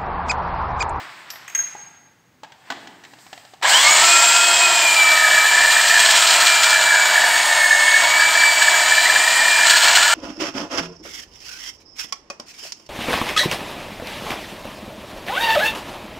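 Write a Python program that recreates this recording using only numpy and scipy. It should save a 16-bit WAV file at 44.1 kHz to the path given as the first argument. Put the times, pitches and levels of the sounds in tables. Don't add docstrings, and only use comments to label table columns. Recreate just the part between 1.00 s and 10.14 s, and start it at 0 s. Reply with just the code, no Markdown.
import sys
import numpy as np
from scipy import signal
from scipy.fft import rfft, irfft, next_fast_len
from scipy.io import wavfile
from scipy.ndimage import uniform_filter1d, map_coordinates

SR = 44100
rng = np.random.default_rng(int(sys.argv[2]) if len(sys.argv) > 2 else 0)


def ratio(d):
    e = np.asarray(d, float) / 20
    return 10 ** e


def wav_record(signal):
    frames = np.transpose(np.atleast_2d(signal))
    bounded = np.clip(frames, -1, 1)
    quanta = np.round(bounded * 32767).astype(np.int16)
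    wavfile.write(sys.argv[1], SR, quanta)


N = 403074


def unit(x):
    return x / np.sqrt(np.mean(x ** 2) + 1e-20)


def along(points, hz):
    f, v = np.transpose(points)
    return np.interp(np.log(hz + 1), np.log(f + 1), v)


def curves(rows):
    s, *cols = np.transpose(rows)
    return [np.interp(np.arange(N) / SR, s, c) for c in cols]


def wobble(rate):
    knots = rng.standard_normal(int(N * rate / SR) + 4)
    return map_coordinates(knots, [np.arange(N) * rate / SR])


def filtered(x, response):
    m = next_fast_len(len(x) + 8192)
    return irfft(rfft(x, m) * response(np.fft.rfftfreq(m, 1 / SR)), m)[:len(x)]


def modes(rows):
    def response(f):
        total = 0
        for k, (c, w, db) in enumerate(rows):
            total = total + (-1) ** k * ratio(db) * 1j * f * w / (c * c - f * f + 1j * f * w)
        return total
    return response


def highpass(f, hz):
    return (1j * f / (hz + 1j * f)) ** 2


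def hiss(spectrum, gate=1):
    return unit(filtered(gate * rng.standard_normal(N), lambda hz: ratio(along(spectrum, hz))))


# frequency in Hz, density in dB per Hz.
ECHO_SPECTRUM = [(180, -54), (300, -10), (412, -14), (448, -17), (652, -6), (962, -2), (1320, -3),
                 (1770, -2), (5000, -16.5), (6500, -29), (11000, -120)]
DUST_SPECTRUM = [(2060, -30), (3500, -5), (4980, 5.5), (5870, -2), (7900, 5), (10400, -14), (13000, -8),
                 (15800, -9)]
AIR_SPECTRUM = [(12, -27), (20, -6), (49, -21), (130, -4.5), (203, -9.5), (524, -18), (1650, -20),
                (5470, -30), (6650, -29), (10700, -40), (15800, -34)]
# middle in seconds, half length in seconds, low
# level in dB, dust level in dB.
RUBS = [
    (0.647, 0.28, -49.5, -57),
    (1.685, 0.022, -50, -68),
    (1.777, 0.24, -56, -61),
    (2.321, 0.26, -55, -53.5),
]
ECHO_DB, ECHO_DUST_DB, ECHO_T60_S, AIR_DB = -35.5, -51, 1.87, -58.5


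def background():
    t = np.arange(N) / SR
    fade = ratio(-60 * t / ECHO_T60_S)
    low, high = ratio(ECHO_DB) * fade, ratio(ECHO_DUST_DB) * fade
    for s, half_s, low_db, dust_db in RUBS:
        stroke = np.exp(-((t - s) / half_s) ** 2)
        low = low + ratio(low_db) * stroke
        high = high + ratio(dust_db) * stroke
    scuff = low * ratio(1.5 * wobble(24.5)) * hiss(ECHO_SPECTRUM)
    scuff += high * ratio(1.6 * wobble(24.4)) * hiss(DUST_SPECTRUM)
    return scuff + ratio(AIR_DB) * hiss(AIR_SPECTRUM)


def ringing(rows, t):
    out = 0
    for hz, db, t60_s in rows:
        out = out + ratio(db + rng.normal(0, 0.46) - 60 * t / t60_s) * np.sin(2 * np.pi * hz * t)
    return out * (1 - np.exp(-t / .0005))


# start in seconds, low ring in dB, high ring in dB, crack in dB, crack in Hz.
CLINKS = [
    (.3027, -70, -33, -18, 5260),
    (.4788, -43, -48, -17, 2020),
    (.4983, -50, -52, -20, 2000),
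    (.5492, -16, -36, -7.5, 2100),
    (.5896, -18, -38, -19, 1670),
]
# frequency in Hz, level in dB, t60 in seconds.
STEEL_LOW = [(6532, -4.5, 0.31), (6510, -1.5, 0.2), (6512, -15.5, 0.97), (1640, -11, 0.091),
             (13270, -40, .4), (13240, -40, .3)]
STEEL_HIGH = [(11500, -7, 0.32), (11585, -12, 0.22), (15030, -10, 0.25), (15090, -14, 0.2)]


def clinks():
    rings, cracks, t = np.zeros(N), np.zeros(N), np.arange(SR) / SR
    for s, low_db, high_db, crack_db, hz in CLINKS:
        at = slice(round(s * SR), round(s * SR) + SR)
        burst = ratio(-60 * t / 0.051) * rng.standard_normal(SR)
        crack = filtered(burst, modes([(hz, 900, 8), (2600, 2600, -2), (8000, 6000, -4)]))
        cracks[at] += ratio(crack_db) * filtered(crack, lambda f: highpass(f, 850))
        rings[at] += ratio(low_db) * ringing(STEEL_LOW, t) + ratio(high_db) * ringing(STEEL_HIGH, t)
    return rings, cracks


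# start in seconds, peak in dB, knock in Hz, scrape in dB.
TAPS = [(0.335, -23, 1840, -14), (0.357, -23.5, 2030, -7), (0.421, -36, 1040, -10), (0.751, -14, 836, -31),
        (1.433, -17.5, 894, -8.5), (1.445, -24, 1650, -10), (1.52, -32.5, 900, 0.5), (1.702, -7, 1504, -7),
        (1.711, -16, 1020, -6), (1.721, -13.5, 1150, -9), (1.872, -24.5, 820, -2), (1.904, -33, 993, -13),
        (2.037, -30, 1710, 0), (2.049, -27.5, 3050, -1), (2.135, -25.5, 836, -9), (2.186, -32, 713, -6),
        (2.265, -28, 800, -5), (2.329, -18.5, 760, -5), (2.376, -27, 714, -3.5), (2.45, -27.5, 720, -5.5),
        (2.536, -23, 760, -10), (2.613, -27, 756, -7)]
KNOCK_DB, KNOCK_T60_S, THUD_DB = -9.5, 0.043, -30.5
HEAVY_S, HEAVY_DB, HUM_T60_S = 1.702, -46.5, 1.6


def taps():
    noisy, dull, t = np.zeros(N), np.zeros(N), np.arange(SR // 4) / SR

    def slab(f):
        return modes([(283, 30, THUD_DB + 27)])(f) + modes([(800, 450, THUD_DB + 33)])(f) ** 2

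    for s, db, hz, scrape_db in TAPS:
        at = slice(round(s * SR), round(s * SR) + len(t))
        envelope = ratio(-60 * t / 0.038) * (1 - np.exp(-t / 0.0007))
        burst = envelope * rng.standard_normal((3, len(t)))
        knock = ratio(KNOCK_DB - 60 * t / KNOCK_T60_S) * np.sin(2 * np.pi * hz * t)
        knock *= 1 + 0.42 * filtered(burst[0], modes([(200, 540, 14.0)]))
        scrape = filtered(burst[1], modes([(1750, 340, 4.5), (3340, 1250, 3.0), (7150, 13000, -9.0)]))
        thud = ratio(min(scrape_db + 14, 0)) * filtered(burst[2], slab)
        noisy[at] += ratio(db) * (thud + ratio(scrape_db + 5.5) * scrape)
        dull[at] += ratio(db) * knock
    t = np.arange(SR * 3 // 4) / SR
    hum = filtered(rng.standard_normal(len(t)), lambda f: modes([(260, 260, 0)])(f) ** 2)
    noisy[round(HEAVY_S * SR):][:len(t)] += ratio(HEAVY_DB - 60 * t / HUM_T60_S) * unit(hum)
    return noisy, dull


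# frequency in Hz, t60 in seconds.
YARD = [(300, 1.08), (1500, 1.44), (5000, 0.8), (12000, 0.28)]


def yard(x, pieces):
    out, step = np.zeros(N + 2 * SR), len(x) // pieces
    for i in range(0, len(x) - step + 1, step):
        hz, t, z = signal.stft(rng.standard_normal(SR), SR, nperseg=256)
        decay = ratio(-60 * t / along(YARD, hz)[:, None])
        tail = signal.istft(z * decay, SR, nperseg=256)[1]
        wet = signal.fftconvolve(x[i:i + step], tail / np.linalg.norm(tail))
        out[i + 400:][:len(wet)] += wet
    return out[:N]


def switched(s):
    return np.clip((np.arange(N) / SR - s) / 0.0068, 0, 1)


# time in seconds, pinion mesh in Hz.
DRIVE = [(3.1, 2563), (3.58, 2528), (4.0, 2332), (4.27, 2308), (4.55, 2360), (5.0, 2414), (5.3, 2408),
         (5.9, 2322), (6.05, 2288), (6.4, 2244), (6.65, 2178), (6.95, 2205), (7.3, 2335), (7.62, 2290),
         (8.12, 2368), (8.58, 2392), (8.85, 2303), (9.14, 2360)]
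START_S, LOADED_HZ, FREE_HZ = 2.6, 2330, 2560
SURGE, SURGE_S, SETTLE_S, INERTIA_S = .35, .05, .19, 0.12


def pinion_speed():
    t = np.arange(N) / SR
    since = np.maximum(t - START_S, 0)
    lag = SURGE * np.exp(-since / SURGE_S) + (1 - SURGE) * np.exp(-since / SETTLE_S)
    mesh_hz = uniform_filter1d(curves(DRIVE)[0], size=int(INERTIA_S * SR))
    mesh_hz = mesh_hz * (1.006 - lag - .006 * (t > 4))
    free = np.clip((mesh_hz - LOADED_HZ) / (FREE_HZ - LOADED_HZ), 0, 1) ** 0.097
    return mesh_hz, free * np.clip((4.1 - t) / 0.39, 0, 1)


def gear_line(turns, k, db, flicker_db):
    phase = k * turns + 0.076 * wobble(30)
    return ratio(db + flicker_db * wobble(22)) * np.sqrt(2) * np.sin(2 * np.pi * phase)


# multiple of mesh, level in dB.
SPIN_UP = [(1, -20), (12 / 7, -19), (2, -26), (3, -21), (6 / 11, -25), (14 / 11, -29)]
# frequency in Hz, width in Hz, level in dB.
GEARBOX = [(900, 450, 0), (1690, 260, 2), (2200, 200, 2), (3100, 550, 1), (4300, 500, -1), (5300, 800, -2),
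           (6830, 260, 1)]


def spin_up(turns):
    t = np.arange(N) / SR
    torque = np.clip((3.15 - t) / .3, 0, 1) * np.clip((t - 2.638) / .018, 0, 1)
    torque = torque * (1 + .45 * wobble(600))
    lines = sum(gear_line(turns, k, db + 2.5 * wobble(50), 2) for k, db in SPIN_UP)
    return filtered(torque * lines, lambda f: .12 + sum(modes([row])(f) ** 2 for row in GEARBOX))


# time in seconds, mesh in dB, second stage in dB, fourth overtone in dB.
TEETH = [(2.9, -31, -27, -52), (3.14, -17, -22, -58), (3.28, -28, -26, -58), (3.42, -19.5, -19.5, -55),
         (3.53, -29, -30, -54), (3.62, -19, -25, -57), (3.8, -24, -33, -53), (4.1, -12.5, -32, -46),
         (4.22, -17.5, -23.5, -43), (4.55, -23, -36, -48), (5.35, -30, -39, -50), (5.5, -19.5, -39, -53),
         (5.7, -28, -31, -52), (5.86, -20.5, -40, -47), (6.3, -29.5, -38, -34.5), (6.8, -21.5, -36, -32),
         (7.4, -19.5, -34.5, -48), (8.2, -26, -37, -60), (8.5, -21.5, -42, -53), (8.8, -28, -41, -52)]
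# time in seconds, rim bite in dB, rasp in dB, bit ring in Hz.
CUT = [(2.62, -40, -17, 1740), (2.7, -26, 3.5, 1700), (3.05, -27, 4.5, 1750), (3.7, -27, -0.5, 1760),
       (4.12, -16, 0, 1810), (4.4, -17, -1, 1741), (4.75, -17, 2, 1750), (5.18, -24, 4, 1753),
       (5.82, -19, 0, 1695), (5.95, -16, -0.5, 1670), (6.1, -26, -2, 1720), (6.7, -20, -3, 1773),
       (7.1, -22.5, -2, 1743), (7.68, -27, 0, 1741), (8.38, -19.5, -0.5, 1852), (8.56, -20, 0.5, 1758),
       (8.72, -23, 2.5, 1699), (9.14, -19, 1, 1764)]
# multiple of mesh, level in dB.
MESH_DB = [(5, -48), (6, -50)]
# order, level in dB.
ROTOR_DB = [(12, -35), (22, -40), (23, -39), (24, -39), (25, -45), (26, -45), (27, -46), (30, -57),
            (33, -53), (37, -53), (38, -56), (39, -52)]
# multiple of mesh, dB re the
STAGE_DB = [(9 / 11, -16), (8 / 7, -7), (14 / 11, 3), (17 / 11, -5)]
PINION, STAGE = 7, 3 / 11
SECOND_DB, THIRD_DB, THIRD_FREE_DB = -33, -30, 7
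STAGE_LINE_DB, STAGE_FREE_DB, STAGE_FADE_S = -38, 10.5, 0.85
UNBALANCE_DB, UNBALANCE_FREE_DB = -57.5, 10.5
CONTACT_S = 3.3
SHAKEN = -1.1
BITE_IN_DB, BITE_IN_S = 6, .9
SAG_HZ, SAG_DB = 2280, -22.5


def gears():
    t = np.arange(N) / SR
    mesh_hz, free = pinion_speed()
    mesh_db, second_db, fourth_db = curves(TEETH)
    turns = np.cumsum(mesh_hz * (1 + 0.000968 * wobble(40))) / SR

    def line(k, db, flicker_db):
        return gear_line(turns, k, db, flicker_db)

    slow_db = np.minimum(42 * np.log10(mesh_hz / 2200), 0)
    speed_db = np.minimum(90 * np.log10(mesh_hz / 2300), 0)
    unseated_db = -6 * np.clip((3.09 - t) / .06, 0, 1)
    out = line(1, mesh_db + slow_db + unseated_db, 1.9 + 3 * (t < 3.08))
    third_db = THIRD_DB + THIRD_FREE_DB * free + 3.4 * slow_db + unseated_db
    out += line(3, third_db + 0.67 * wobble(4.5) + (1 + 2 * free) * wobble(150), 2.3)
    out += line(2 * STAGE, second_db + slow_db, 2.7)
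    out += line(4, fourth_db + slow_db, 2.4)
    out += line(STAGE, -36.5 + speed_db, 0.6)
    out += line(2, SECOND_DB - 3 * (t < 6.2) + speed_db + 1.5 * wobble(3), 2)
    unbalance_db = UNBALANCE_DB + UNBALANCE_FREE_DB * free + slow_db
    out += line(1 / PINION, unbalance_db + 0.77 * wobble(1.9), 3.6)
    out += np.clip((SAG_HZ - mesh_hz) / 80, 0, 1) * (t > CONTACT_S) * line(3 * STAGE, SAG_DB, 2.2)

    pressed_db = -9 * np.clip((3.95 - t) / 0.34, 0, 1) + SHAKEN * (curves(CUT)[1] + 2) * (t > CONTACT_S)
    pressed_db += BITE_IN_DB * np.exp(-np.abs(t - 4) / BITE_IN_S) * (t > 3.8)
    for k, db in MESH_DB:
        out += line(k, db + speed_db + pressed_db + 2 * wobble(2.5), 2.5)
    for k, db in ROTOR_DB:
        out += line(k / PINION, db + speed_db + (k > 25) * pressed_db + 2 * wobble(2.5), 2.5)

    stage_db = STAGE_LINE_DB + STAGE_FREE_DB * np.exp(-np.maximum(t - CONTACT_S, 0) / STAGE_FADE_S)
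    stage_db = uniform_filter1d(stage_db + 3.9 * slow_db + 0.77 * wobble(3.3), size=SR)
    for k, db in STAGE_DB:
        out += line(k, stage_db + db + speed_db, 0.41)
    return out + spin_up(turns), turns, free


# frequency in Hz, density in dB per Hz.
HOUSING = [(18, -82), (30, -43.5), (490, -19.5), (598, -9.5), (798, -15.5), (912, -10), (1140, -12.5),
           (1770, -1.5), (2020, -4.5), (2260, -6), (2700, -12.5), (3370, -7.5), (6000, -21.5), (7800, -50),
           (13200, -120)]
BRUSH = [(2650, -25), (4500, -39), (4600, -4), (5090, -2), (6210, -8), (7160, 0.5), (7340, 2), (7710, 5.5),
         (9180, -20.5), (10500, -56), (13600, -52), (22000, -120)]
# frequency in Hz, width in Hz, dB over the rest.
SHELL = [(697, 47, 11), (960, 90, 10.5), (345, 93, -8.5), (2940, 64, -13)]
HOUSING_DB, HOUSING_FREE_DB, HOUSING_FOLLOWS = -26, -0.5, -0.053
KICK_DB, KICK_S = 3.5, 0.99
BRUSH_DB, BRUSH_FREE_DB, BRUSH_FOLLOWS = -22.5, 6.5, 0.68


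def motor(turns, free):
    t = np.arange(N) / SR
    since = np.maximum(t - START_S, 0)
    rasp_db = curves(CUT)[1]
    housing_db = HOUSING_DB + HOUSING_FREE_DB * free + KICK_DB * np.exp(-since / KICK_S)
    housing_db += HOUSING_FOLLOWS * np.maximum(rasp_db, -6)
    brush_db = BRUSH_DB + BRUSH_FOLLOWS * rasp_db
    brush_db += BRUSH_FREE_DB * np.maximum(free, np.exp(-since / 0.88))
    shell = modes(SHELL)
    body = unit(filtered(hiss(HOUSING, ratio(1.02 * wobble(60))), lambda hz: 1 + np.abs(shell(hz))))
    spark = 1 + 0.26 * np.sin(2 * np.pi * turns / PINION)
    spark *= 1 + 0.16 * np.sin(2 * np.pi * 100 * t)
    roar = ratio(housing_db + 4.5 + wobble(12)) * body
    return roar + ratio(brush_db - 5.5 + 0.81 * wobble(15)) * hiss(BRUSH, spark)


def squeak(hz, spread_hz, wander_hz):
    narrow = filtered(rng.standard_normal(N), lambda f: 1 / (1 + (f / spread_hz) ** 2))
    turns = np.cumsum(hz + wander_hz * wobble(50)) / SR
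    return unit((1.8 + unit(narrow)) * np.sin(2 * np.pi * turns))


CHUCK, SEGMENTS = 3 / 11 / 38, 5
TICK_SCATTER_DB, TICK_SPREAD = 2.5, .022


def chatter(turns, ring_hz):
    passes = SEGMENTS * turns * CHUCK + .22 * wobble(25)
    size, pitch = rng.standard_normal((1000, 2))[np.abs(passes).astype(int)].T
    tick = .15 + np.sin(np.pi * passes) ** 2
    tick *= ratio(TICK_SCATTER_DB * size + 1.8 * wobble(11))
    return unit(tick * squeak(ring_hz * (1 + TICK_SPREAD * pitch), 80, 15))


# start in seconds, length in seconds, level in dB, from Hz, to Hz.
BENDS = [
    (5.06, 1.2, -28.5, 1289, 1500),
    (8.581, .8, -23, 1470, 1334),
]
BEND_EDGE_S = 0.14


def shank():
    out, t = np.zeros(N), np.arange(N) / SR
    for s, length_s, db, from_hz, to_hz in BENDS:
        end_s = s + length_s
        held = np.clip(np.minimum(t - s, end_s - t) / BEND_EDGE_S, 0, 1)
        slide_hz = np.interp(t, [s, end_s], [from_hz, to_hz])
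        out += held * ratio(db + 0.85 * wobble(45)) * squeak(slide_hz, 110, 39.95)
    return out


# time in seconds, peak in dB, ring in Hz.
BITES = [(4.183, -11, 1730.0), (4.212, -7, 1800), (4.224, -9, 1750.0), (4.247, -2, 1750),
         (4.269, -10, 1700), (4.285, -10, 1700.0), (4.313, -3.5, 1770), (4.334, -6, 1750.0),
         (4.349, -7, 1780), (4.379, -4, 1700), (4.4, -10, 1760.0), (4.455, -6, 1765), (4.467, -6, 1750),
         (4.489, -12, 1730), (4.548, -5.5, 1750.0), (4.577, -10, 1750.0), (4.61, -9, 1780.0),
         (4.624, -7, 1804), (4.637, -10, 1750.0), (4.649, -3.5, 1780), (4.676, -6, 1750.0),
         (4.688, -8, 1710), (4.704, -6, 1800.0), (4.73, -10, 1750.0), (4.767, -4, 1764),
         (4.785, -10, 1790.0), (4.812, -8, 1690), (4.862, -10, 1800.0), (4.876, -10, 1750.0),
         (4.905, -10, 1780.0), (4.925, -12, 1770.0), (4.941, -8, 1740), (4.976, -4, 1695),
         (5.038, -6, 1740.0), (5.064, -12, 1720), (5.09, -8, 1740.0), (5.153, -15, 1750.0),
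         (5.428, -9, 1730.0), (5.487, -8, 1750.0), (5.519, -13, 1740), (5.545, -13, 1780.0),
         (5.565, -9, 1650), (5.729, -6, 1730), (5.759, -6, 1695), (5.795, -10, 1730.0), (5.879, -8, 1680),
         (5.908, -6, 1725), (5.922, -8, 1690), (5.942, -5, 1685), (5.96, -5, 1690), (5.981, -7, 1640.0),
         (5.998, -6, 1670.0), (6.036, -7, 1700.0), (6.114, -7, 1660), (6.158, -6, 1780),
         (6.18, -2.5, 1700.0), (6.22, -7, 1776), (6.242, -4, 1737), (6.279, -8.5, 1690), (6.301, -10, 1660),
         (6.337, -10, 1760.0), (6.363, -10, 1740.0), (6.402, -12, 1756), (6.531, -10, 1780.0),
              (6.578, -12, 1770), (6.594, -9.5, 1770), (6.617, -7, 1770.0), (6.644, -9, 1780.0),
              (6.66, -4, 1740.0), (6.684, -11, 1770), (6.71, -2, 1760.0), (6.729, -1, 1764),
              (6.749, -2, 1764), (6.772, -12, 1780.0), (6.791, -7, 1780), (6.88, -2, 1750.0),
              (6.906, -10, 1816), (6.921, -7, 1776), (6.944, -2, 1736), (6.981, -11, 1750.0),
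              (7.004, -6, 1750.0), (7.198, -4.5, 1676), (7.209, -6, 1750.0), (7.221, -4, 1670),
              (7.235, -8, 1770.0), (7.253, -8, 1730.0), (7.353, -5.5, 1710.0), (7.376, -5, 1770),
              (7.416, -7, 1784), (7.437, -3, 1725), (7.494, -11, 1800.0), (7.621, -2.5, 1690),
              (7.646, -12, 1820.0), (7.683, -0.5, 1750.0), (7.742, -6, 1640.0), (7.797, -13, 1780.0),
              (7.836, -9, 1785), (7.861, -6.5, 1820.0), (7.922, -3, 1750.0), (7.982, -3, 1743),
              (8.057, -4, 1910), (8.071, -8, 2020), (8.1, -3, 1750.0), (8.162, -0.5, 1730.0),
              (8.278, -3, 1820.0), (8.397, -8, 1840), (8.425, -9, 1770.0), (8.456, -4.5, 1807),
              (8.482, -7, 1780.0), (8.56, -8, 1730), (8.613, -7, 1725), (8.635, -5, 1730),
              (8.654, -7, 1750), (8.683, -7, 1750.0), (8.708, -12, 1730), (8.738, -5.5, 1740),
              (8.759, -7, 1690.0), (8.876, -8, 1780.0), (9.058, -11, 1740.0), (9.089, -12, 1720)]
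# time in seconds, peak in dB, squeal in Hz.
GRABS = [(4.7174, -22, 3950), (4.878, -24, 4480), (4.939, -32, 4077), (4.9946, -17.5, 4110),
         (5.049, -22, 4096), (5.1046, -19.5, 3850), (5.1583, -18, 3970), (5.2197, -24, 3830),
         (5.2716, -22, 3803), (5.3048, -22, 3900), (5.334, -19, 4040), (5.4028, -19.5, 4270),
         (5.4638, -17, 4040), (5.5294, -34, 4284), (5.634, -17, 4200), (5.7, -21, 4007), (7.618, -24, 3944),
         (8.664, -17.5, 4070), (8.697, -14, 4447), (8.7659, -15, 4320), (8.8263, -17.5, 4170),
         (8.848, -22, 4300), (8.8772, -19.5, 4460), (8.954, -13, 4160), (9.0293, -22, 4040)]
# frequency in Hz, width in Hz, level in dB.
SLAB = [(1355, 380, -2), (2900, 830, 0.5), (3373, 265, 3.5), (4200, 730, -1.5), (5990, 1680, -4.5),
        (6950, 810, -0.5), (8280, 500, -4.5)]
# frequency in Hz, density in dB per Hz.
GRIT = [(5000, -33), (8500, 5.5), (10400, -11.5), (12300, -5), (14000, -6.5), (15800, -5.5)]
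GRIND_DB, GRIT_DB, GRIT_FOLLOWS = -19.5, -36, 0.68
SQUEAL_DB, LEAD_S = 2, .003
SQUEAL_LOW_HZ, SQUEAL_LOW_DB, DEEP_S = 2947, -4, 8.5
CRACKLE_DB = 3.5


def cutting(turns):
    chatter_db, rasp_db, ring_hz = curves(CUT)
    touching = np.clip((np.arange(N) / SR - 3.95) / .25, .2, 1)
    out = touching * ratio(chatter_db - 3.5) * chatter(turns, ring_hz)
    t = np.arange(SR // 20) / SR
    bite = (t / 0.0042 * np.exp(1 - t / 0.0039)) ** 2
    for s, db, hz in BITES:
        at = out[round((s - LEAD_S) * SR):][:len(t)]
        ring = ratio(db - 1.5) * np.sin(2 * np.pi * hz * t[:len(at)])
        at += bite[:len(at)] * (ring - at)
    out += shank()

    bind, shape = np.zeros(N), (t / 0.0073) * np.exp(1 - t / 0.0072)
    for s, db, hz in GRABS:
        s -= LEAD_S
        at, deep = slice(round(s * SR), round(s * SR) + len(t)), s > DEEP_S
        bind[at] += ratio(db - 14.0 - 1.4 * deep) * shape
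        squeal = np.sin(2 * np.pi * hz * t)
        squeal += deep * ratio(SQUEAL_LOW_DB) * np.sin(2 * np.pi * SQUEAL_LOW_HZ * t)
        out[at] += ratio(db + SQUEAL_DB) * shape ** 2 * squeal

    grains = rng.standard_normal(N) * ratio(2.35 * wobble(300))
    grind = unit(filtered(grains, lambda f: modes(SLAB)(f) * highpass(f, 700)))
    steady = ratio(GRIND_DB + rasp_db - 2.0 + 0.57 * wobble(30))
    crackle = ratio(13 + CRACKLE_DB * wobble(500)) * bind
    grit = ratio(GRIT_DB + GRIT_FOLLOWS * rasp_db + 4.5 + 1.1 * wobble(30))
    return out + (steady + crackle) * grind + (grit + bind) * hiss(GRIT)


# frequency in Hz, gain in dB.
PORT = [(150, -7), (280, 2), (600, -2.5), (7500, -5), (9000, -18), (10400, -38), (12500, -24), (15500, -13)]
NEAR_S, NEAR_ROOM_DB = 1.2, -8


def scene():
    rings, cracks = clinks()
    noisy, dull = taps()
    knocks, dull = [filtered(v, lambda hz: ratio(along(PORT, hz))) for v in (cracks + noisy, dull)]
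    whine, turns, free = gears()
    drill = switched(2.622) * (whine + motor(turns, free) + cutting(turns))
    near = np.arange(N) / SR > NEAR_S
    thrown = ratio(-1.0) * rings + knocks + ratio(NEAR_ROOM_DB * near) * dull
    mono = background() + rings + knocks + dull + drill
    mono += ratio(-8.5) * yard(thrown[:int(2.7 * SR)], pieces=150)
    mono += ratio(-10) * yard(drill, pieces=12)
    return np.array([mono, mono])


def band_limit(x):
    return signal.sosfilt(signal.butter(12, 16850, fs=SR, output="sos"), x)


# frequency in Hz, gain in dB.
CAPSULE = [(20, -24), (60, -4), (120, 0), (15700, 0), (15850, -60)]
CEILING = .955


def record(dry):
    limited = dry[0] / (1 + np.abs(dry[0] / CEILING) ** 6) ** (1 / 6)
    mono = filtered(limited, lambda hz: ratio(along(CAPSULE, hz)))
    return band_limit(np.array([mono, mono]))


dry = scene()
out = record(dry)
wav_record(out)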